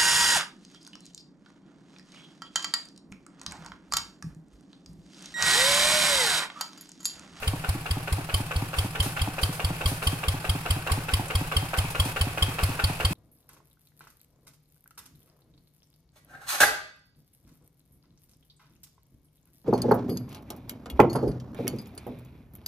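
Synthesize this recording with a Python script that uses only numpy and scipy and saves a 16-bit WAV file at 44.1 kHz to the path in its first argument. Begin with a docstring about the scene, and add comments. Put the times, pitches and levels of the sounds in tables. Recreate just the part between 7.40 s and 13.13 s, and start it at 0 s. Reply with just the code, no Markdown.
"""Diesel tractor on a forest path

A walk-behind tractor with a one-cylinder diesel chugs slowly towards the microphone.
In each engine cycle (two turns of the crank) burning fuel knocks the iron block, the exhaust
thumps and spits gas, the intake gulps air and the valves tick. Gears rustle, loose parts
clatter, a hiss like a slipping belt comes and goes, and the trees scatter a short echo."""
import sys
import numpy as np
from scipy import signal
from scipy.fft import rfft, irfft
from scipy.io import wavfile
from scipy.ndimage import uniform_filter1d, map_coordinates

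SR = 44100
rng = np.random.default_rng(int(sys.argv[2]) if len(sys.argv) > 2 else 0)


def unload_audio(sound):
    """Save the sound as a 16-bit wav file, at the path given as the first command line argument."""
    columns = np.transpose(np.atleast_2d(sound))
    # keep every value between -1 and 1, then stretch to whole-number steps
    steps = np.round(np.clip(columns, -1, 1) * 32767)
    wavfile.write(sys.argv[1], SR, steps.astype(np.int16))


N = 252804
T = np.arange(N) / SR

# the engine's speed control wavers as the load changes: time_s, crank_rpm
ENGINE_SPEED = [(0.0, 569.0), (0.48, 544.3), (0.61, 560.5), (1.11, 543.6), (1.37, 532.7), (1.57, 569.2),
                (1.84, 549.6), (2.03, 562.4), (3.41, 569.3), (3.68, 541.8), (4.04, 566.3), (4.35, 543.4),
                (4.51, 567.3), (4.89, 560.9), (5.31, 582.3), (5.73, 566.6)]
# tone of the exhaust hiss and the valve ticks: pitch_hz, level_db (table levels are relative)
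HISS_COLOUR = [(500, 1.5), (2500, -6.5), (3500, 1.5), (5200, 8), (6100, -16), (7400, 1), (8200, 1),
               (9300, 7.5), (10800, 8.5), (12000, -1.5), (14000, 0), (15600, -4)]


def undb(db):
    """Turn decibels into a gain."""
    return 10 ** (np.asarray(db) / 20)


def unit(x):
    """Scale a sound to an average (rms) level of 1."""
    return x / np.sqrt(np.mean(x ** 2))


def colour(x, points):
    """Shape the tone of a sound by (pitch_hz, level_db) points."""
    hz, db = np.transpose(points)
    f = np.maximum(np.fft.rfftfreq(x.shape[-1], 1 / SR), 1)
    return irfft(rfft(x) * undb(np.interp(np.log(f), np.log(hz), db)), x.shape[-1])


def diffuse(size=N, alike_hz=1300):
    """Noise from all around: left and right are alike in the bass, unrelated in the treble."""
    likeness = 1 / (1 + (np.fft.rfftfreq(size, 1 / SR) / alike_hz) ** 2)
    mid, side = rfft(rng.standard_normal((2, size))) * np.sqrt([1 + likeness, 1 - likeness])
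    return irfft([mid + side, mid - side], size) / np.sqrt(2)


def resonate(x, hz, width):
    """Make a sound ring at one pitch; a narrower width rings longer."""
    return signal.lfilter(*signal.iirpeak(hz, hz / width, fs=SR), x)


def resonate_twice(x, hz, width):
    """Ring twice over, so that a push swells before it fades."""
    return resonate(resonate(x, hz, width), hz, width)


def convolve(x, response):
    """Let every sample of a sound set off a copy of the response."""
    return signal.fftconvolve(np.atleast_2d(x), np.atleast_2d(response), axes=-1)[:, :N]


def clicks(times, sizes):
    """One-sample pushes at the given times."""
    index = np.round(np.ravel(times) * SR).astype(int)
    inside = (index >= 0) & (index < N)
    return np.bincount(index[inside], np.ravel(sizes)[inside], N)


def puff(peak_s, steepness):
    """A shape like gas rushing through a valve: it swells to 1 at peak_s and ebbs away."""
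    u = T[:SR // 8] / peak_s
    return (u * np.exp(1 - u)) ** steepness


def fade(ring_s, size=SR // 3):
    """A shape that dies away by 60 dB in ring_s."""
    return np.exp(-np.log(1000) * T[:size] / ring_s)


def nearness(t, start_m=4.61, speed_m_s=0.31, reference_m=5.02):
    """Gain in dB as the tractor draws nearer; 0 at the reference distance."""
    return 20 * np.log10(reference_m / np.maximum(start_m - speed_m_s * t, 1))


def exhaust_openings(first_cycle=.340):
    """Times at which the exhaust valve opens: once in every two turns of the crank."""
    cycles = np.cumsum(np.interp(T, *np.transpose(ENGINE_SPEED))) / (2 * 60 * SR)
    return np.interp(np.arange(first_cycle, cycles[-1]), cycles, T)


OPEN_S = exhaust_openings()
CYCLE_S = np.gradient(OPEN_S)
KNOCK_DB = nearness(OPEN_S) - nearness(OPEN_S[-1])  # each cycle against the nearest one
THUMP_DB = 0.57 * KNOCK_DB  # the bass follows only part of that rise


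def each_cycle(place, db, scatter_db=0, jitter_s=0):
    """One push per cycle, `place` cycles after the exhaust opens (negative: before)."""
    late, loud = rng.standard_normal((len(OPEN_S), 2)).T
    return clicks(OPEN_S + place * CYCLE_S + jitter_s * late, undb(db + scatter_db * np.tanh(loud)))


def trees(x, ring_s=0.43, echo_db=-10):
    """Trunks and leaves scatter a thin echo with little bass."""
    # tone of the echo: pitch_hz, level_db
    echo_colour = [(100, -62), (300, 4.5), (800, 3.5), (2500, 1), (3250, 6), (4600, 5.5),
                   (7000, -8), (10000, 4.5), (16000, -45)]
    size = SR // 2
    swell = 1 - np.exp(-T[:size] / 0.0014)
    tail = colour(diffuse(size), echo_colour) * fade(ring_s, size) * swell
    return undb(echo_db) * convolve(x, tail / np.linalg.norm(tail[0]))


def running_gear(flicker_db=1.5, surge_db=2.0):
    """Gears, fan and tyres rustle and a cover buzzes, louder as each firing speeds the flywheel."""
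    # tone of the rustle: pitch_hz, level_db
    rustle_colour = [(25, 17), (50, 10), (95, 16), (160, 6.5), (220, 5), (400, -3), (750, 8), (1300, 5),
                     (1900, 3), (2550, 3), (3500, -3), (5200, -5), (6000, -8), (9800, -4), (13000, -6.5),
                     (16000, -15.5)]
    cycles = np.interp(T, OPEN_S, np.arange(len(OPEN_S)))
    flicker = unit(uniform_filter1d(rng.standard_normal(N), SR // 80))
    db = nearness(T) + flicker_db * flicker + surge_db * np.cos(2 * np.pi * (cycles - .2))
    buzz = unit(resonate_twice(diffuse(), 2550, 220)) * undb(nearness(T))
    rustle = unit(colour(diffuse(), rustle_colour))
    return (undb(-41) * rustle + undb(-57) * buzz) * undb(db)


def belt(rise_s=0.0023):
    """A dry hiss flares up now and then and dies away, like a slipping belt."""
    # bursts of hiss: start_s, level_db, decay_s
    flares = [(.96, -50, 0.077), (1.368, -48, 0.1), (1.623, -40, 0.065), (2.013, -42, 0.051),
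              (2.125, -46, 0.048), (2.473, -40.5, 0.067), (2.628, -47.5, 0.12), (4.372, -36.5, 0.014),
              (4.501, -42.5, 0.023), (4.648, -42.5, 0.04)]
    # their tone: pitch_hz, level_db
    flare_colour = [(2000, -1), (5000, -1.5), (6200, -4), (8000, -4), (9500, 5), (11000, -1.5), (13500, -2),
                    (16000, -16)]
    loudness = 0
    for start_s, db, decay_s in flares:
        age = np.maximum(T - start_s, 0)
        loudness += undb(db) * (1 - np.exp(-age / rise_s)) * np.exp(-age / decay_s)
    return undb(9.5) * loudness * unit(colour(diffuse(), flare_colour))


def hitch():
    """A part of the hitch strikes as the wheels meet a bump."""
    # knocks: start_s, level_db, pitch_hz, width_hz, ring_s
    knocks = [(1.793, -28.5, 2650, 1180, .06), (3.497, -24.5, 980, 886, 0.06),
              (3.883, -36, 8420, 5020, .04), (4.453, -34, 2540, 600, 0.063), (5.115, -34, 1150, 202, 0.043)]
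    out = 0
    for start_s, db, hz, width, ring_s in knocks:
        loudness = convolve(clicks(start_s, undb(db)), fade(ring_s))
        out += loudness * unit(resonate_twice(diffuse(), hz, width))
    return out


def chassis(count=170, centre_hz=800, spread_octaves=0.417, scatter_db=2, ring_s=.05):
    """Loose frame and trailer parts clatter, most after each firing, each at its own pitch."""
    size = SR // 8
    out = np.zeros((2, N + SR))
    shape = fade(ring_s, size) * (1 - fade(.008, size))
    times = rng.choice(OPEN_S, count) + rng.gamma(2, .04, count) - .04
    for start_s, (pitch, loud, side) in zip(times, rng.standard_normal((count, 3))):
        hz = centre_hz * 2 ** (spread_octaves * pitch)
        clank = shape * np.sin(2 * np.pi * hz * T[:size] + .2 * side * np.array([[1], [-1]]))
        first = min(int(start_s * SR), N)
        out[:, first:first + size] += undb(scatter_db * np.tanh(loud) + nearness(start_s)) * clank
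    return undb(-51.5) * unit(out[:, :N])


def valve_ticks():
    """The valve gear ticks brightly as the inlet valve shuts."""
    shut = each_cycle(.547, .5 * KNOCK_DB, scatter_db=1.5, jitter_s=.001)
    loudness = convolve(shut, puff(.008, 3))
    return undb(-56.5) * unit(loudness * colour(diffuse(), HISS_COLOUR))


def intake():
    """The piston gulps air in two surges, with a hollow rasp; the shutting valve rings the pipe."""
    # ringing air in the air cleaner and pipe: pitch_hz, width_hz, level_db
    pipe_tones = [(119.2, 5, -2), (176.4, 60, -1), (343, 107, -1)]
    first = each_cycle(.298, 0, scatter_db=.8, jitter_s=.0005)
    second = each_cycle(.333, 0, scatter_db=.8, jitter_s=.0005)
    gulp = convolve(first, puff(.0022, 3.5)) + undb(-1) * convolve(second, puff(.0025, 3.5))
    pipe = sum(undb(db) * resonate(gulp, hz, width) for hz, width, db in pipe_tones)
    suck = each_cycle(.280, 0, scatter_db=1.2, jitter_s=.0005)
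    can = resonate_twice(suck, 279.5, 47)  # the air cleaner's can swells and dies in a few swings
    shut = each_cycle(.565, 0.14 * THUMP_DB, scatter_db=1.5, jitter_s=0.0016)
    hum = resonate(convolve(shut, puff(0.0038, 1.65)), 158.55, 6.26)
    rasp = convolve(each_cycle(.285, 0), puff(.0028, 2.2)) * resonate_twice(diffuse(), 766, 280)
    return (undb(-38) * unit(pipe) + undb(-46.5) * unit(can)
            + undb(-45.5) * unit(hum) + undb(-50.5) * unit(rasp))


def piston_slap(lean_left_db=3.5):
    """Just after the fuel lights, the piston hits the cylinder wall: one hard, bright clack."""
    # ringing of the wall: pitch_hz, width_hz, level_db
    wall_tones = [(1400, 120, 1.5), (2590, 285, 2), (2750, 410, 7)]
    blow = each_cycle(-.188, KNOCK_DB, scatter_db=1.5, jitter_s=.0005)
    ring = sum(undb(db) * hz / width * resonate_twice(blow, hz, width) for hz, width, db in wall_tones)
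    return undb(-51) * unit(ring) * undb([[lean_left_db], [-lean_left_db]])


def engine_block(contacts=5, stray_knocks=90):
    """Blows, each a quick rattle of contacts, and stray knocks of loose parts ring the iron."""
    # blows from firing, piston, gears and valves: place_cycles, level_db, dull_above_hz, rattle_s
    blows = [(-.214, 4.5, 840, 0.00044), (-.182, -3.5, 1500, 0.002), (-.152, 1, 1290, 0.00071),
             (-.073, -3, 1190, .004), (0.205, -12.5, 900, 0.0037), (0.415, -6, 1102, 0.0055),
             (0.567, -9, 4500, 0.0035)]
    # ringing of block, tank and covers: pitch_hz, level_db, ring_s
    iron_tones = [(369, -11.5, 0.064), (443, -11.5, 0.13), (494, -6.5, 0.058), (650, -60, 0.033),
                  (695, -2, 0.031), (766, -11, 0.14), (843, -19, 0.1), (1020, -36, 0.035),
                  (1140, -12, 0.095), (1360, -22, 0.11), (1343, 2, 0.015), (1440, 3, 0.041),
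                  (1519, 1.5, 0.045), (1790, 2, 0.027), (2270, 3.5, 0.012), (2660, -27, 0.054),
                  (2680, 8.5, 0.0078), (2735, -7.5, 0.025), (3210, 1.5, 0.017)]
    force = 0
    for place, db, dull_hz, rattle_s in blows:
        late, size = rng.standard_normal((len(OPEN_S), 2, contacts)).transpose(1, 0, 2)
        times = (OPEN_S + place * CYCLE_S)[:, None] + rattle_s * np.abs(late)
        size = size / np.linalg.norm(size, axis=1, keepdims=True) * undb(db + KNOCK_DB)[:, None]
        force += signal.lfilter(*signal.butter(1, dull_hz, fs=SR), clicks(times, size))
    when, strength = rng.random((stray_knocks, 2)).T
    stray_s = when * N / SR
    force += undb(-24) * clicks(stray_s, strength ** 2 * undb(nearness(stray_s)))
    ring = 0
    for k, (hz, db, ring_s) in enumerate(iron_tones):
        # neighbouring tones go to opposite sides; higher ones put left and right more out of step
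        phase = k * np.pi / 2 + (-1) ** k * hz / 4000 * np.array([[1], [-1]])
        ring += undb(db) * fade(ring_s) * np.sin(2 * np.pi * hz * T[:SR // 3] + phase)
    return undb(-42.5) * unit(convolve(force, ring))


def combustion():
    """The fuel lights all at once: the jump in pressure clacks the case, then all the iron rings."""
    # brief bending of the crankcase: pitch_hz, width_hz, level_db
    case_tones = [(682, 350, 1), (1270, 300, -7.5)]
    # dense ringing of the iron: pitch_hz, level_db
    crack_colour = [(300, -0.5), (700, 4), (1400, 13), (1950, 5), (2350, 5), (2750, 11.5), (3100, -8),
                    (3500, 1.5), (4600, -8.5), (6000, -11.5), (10000, -12.5), (16000, -14)]
    jump = each_cycle(-.216, KNOCK_DB, scatter_db=1, jitter_s=.0004)
    clack = sum(undb(db) * hz / width * resonate_twice(jump, hz, 1.5 * width)
                for hz, width, db in case_tones)
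    firing = each_cycle(-.209, KNOCK_DB, jitter_s=.0006)
    loudness = convolve(firing, puff(.0054, 3) + undb(-14) * puff(.014, 1.2))
    crack = loudness * colour(diffuse(alike_hz=1530), crack_colour)
    return undb(-48.5) * unit(clack) + undb(-43.5) * unit(crack)


def exhaust_spit(pitch_wander=0.018, db_per_rpm=0.1166):
    """The jet of gas whistles and hisses, harder when the engine runs faster. Gives (whistle, hiss)."""
    # whistles of the jet: pitch_hz, width_hz, level_db
    jet_tones = [(1106, 74, -1.5), (2110, 67, -3), (3180, 165, 8.5), (3815, 570, -9.5), (4562, 190, 1),
                 (5110, 470, -11.5), (7330, 170, -8), (8640, 170, -4), (9900, 350, -12.5)]
    # puffs harder or softer than the rest: time_s, gas_db, low_whistle_db, high_whistle_db
    odd_puffs = [(.29, -1, -10, -4), (.51, -0.5, 0.5, 4.5), (.73, 2.5, -13, -6), (.94, 4.5, 5.5, 6),
                 (1.16, -5.5, -6, 2), (1.38, 4.5, 6.5, 1), (1.6, -0.5, 5.5, 0), (2.03, 1, 4.5, 8.5),
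                 (2.24, -2.5, -3.5, 2), (2.46, -0.5, 1.5, 3), (2.67, 1, 5, -0.5), (3.52, 1, -6, -5),
                 (3.74, 4, 4, 6.5), (4.17, 0, 5.5, -6.5), (4.6, 1, 4.5, -0.5), (5.02, -0.5, 7, 0),
                 (5.23, -2.5, -10, -5), (5.44, -2, -4.5, 5), (5.65, -1, 1, 5.5)]
    odd = np.array(odd_puffs)
    in_cycle = np.abs(OPEN_S - odd[:, :1]) < CYCLE_S / 2
    rpm = np.interp(OPEN_S, *np.transpose(ENGINE_SPEED))
    usual_db = KNOCK_DB + db_per_rpm * (rpm - rpm.mean())
    gas_db, low_db, high_db = usual_db + odd[:, 1:].T @ in_cycle
    cycle = np.searchsorted(OPEN_S[1:] - CYCLE_S[1:] / 4, T)
    whistle = 0
    for hz, width, db in jet_tones:
        puff_db = low_db if 2800 < hz < 3550 else high_db if 3550 < hz < 5500 else gas_db
        delay_s = 0.3 / width  # narrow whistles start later
        pushes = each_cycle(.003 + delay_s / CYCLE_S, db + puff_db, scatter_db=1.2)
        loudness = convolve(pushes, puff(.0042, 2) + undb(-22) * puff(.011, 1.2))
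        tone = unit(resonate_twice(diffuse(alike_hz=5660), hz, width))
        # the pitch shifts a little from puff to puff
        pace = 1 + pitch_wander * np.tanh(rng.standard_normal(len(OPEN_S)))[cycle]
        tone = np.array([map_coordinates(side, [np.cumsum(pace)], mode="mirror") for side in tone])
        # a whistle can only grow so strong, so it is steadier than plain noise
        strength = np.sqrt(uniform_filter1d(tone ** 2, SR // 200) + .06)
        whistle += loudness * tone / strength
    release = each_cycle(.011, gas_db, scatter_db=.8, jitter_s=.0002)
    rush = convolve(release, puff(.0048, 2.2) + undb(-16) * puff(.013, .8))
    eddies = unit(uniform_filter1d(rng.standard_normal(N), SR // 1500))
    hiss = rush * undb(3 * np.tanh(eddies)) * colour(diffuse(), HISS_COLOUR)
    return undb(-37.5) * unit(whistle), undb(-41) * unit(hiss)


def exhaust_thump():
    """Each puff and the suction after it swing the air in the silencer."""
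    # ringing of that air, neighbours swinging opposite ways: pitch_hz, width_hz, level_db
    silencer_tones = [(66.3, 65.5, -6), (99.34, 9.6, -0.6), (135, 19, -18.5)]
    push = convolve(each_cycle(0, THUMP_DB, scatter_db=.8), puff(.0024, 3))
    suction = convolve(each_cycle(.026, THUMP_DB - 7), puff(.0016, 3))
    return undb(-0.9) * sum((-1) ** k * undb(db) * resonate(push - suction, hz, width)
                            for k, (hz, width, db) in enumerate(silencer_tones))


def scene():
    """The tractor among the trees; the exhaust's whistle is nearly dry, its hiss echoes a bit less."""
    machine = (combustion() + piston_slap() + engine_block() + exhaust_thump()
               + intake() + valve_ticks() + chassis() + hitch())
    whistle, hiss = exhaust_spit()
    echo = trees(machine + undb(-10) * whistle + undb(-2) * hiss)
    return machine + whistle + hiss + echo + running_gear() + belt()


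def record(dry, top_hz=16000):
    """The sound reaches the microphone's left side later than its right; the top treble is cut."""
    # shift of left against right, negative is later: pitch_hz, phase_radians
    left_shift = [(0, 0), (250, -.15), (1460, -1.15), (1980, -2), (2450, -.3), (2850, -.9), (3190, -4),
                  (4390, -6.5), (5940, -9), (7150, -11.5), (8440, -20.5), (9820, -18), (10500, -21.5),
                  (14000, -28), (15700, -39)]
    phase = np.interp(np.fft.rfftfreq(N, 1 / SR), *np.transpose(left_shift))
    left = irfft(rfft(dry[0]) * np.exp(1j * phase), N)
    treble_cut = signal.ellip(10, .2, 80, top_hz, fs=SR, output="sos")
    return signal.sosfilt(treble_cut, [left, dry[1]])


dry = scene()
out = record(dry)
unload_audio(out)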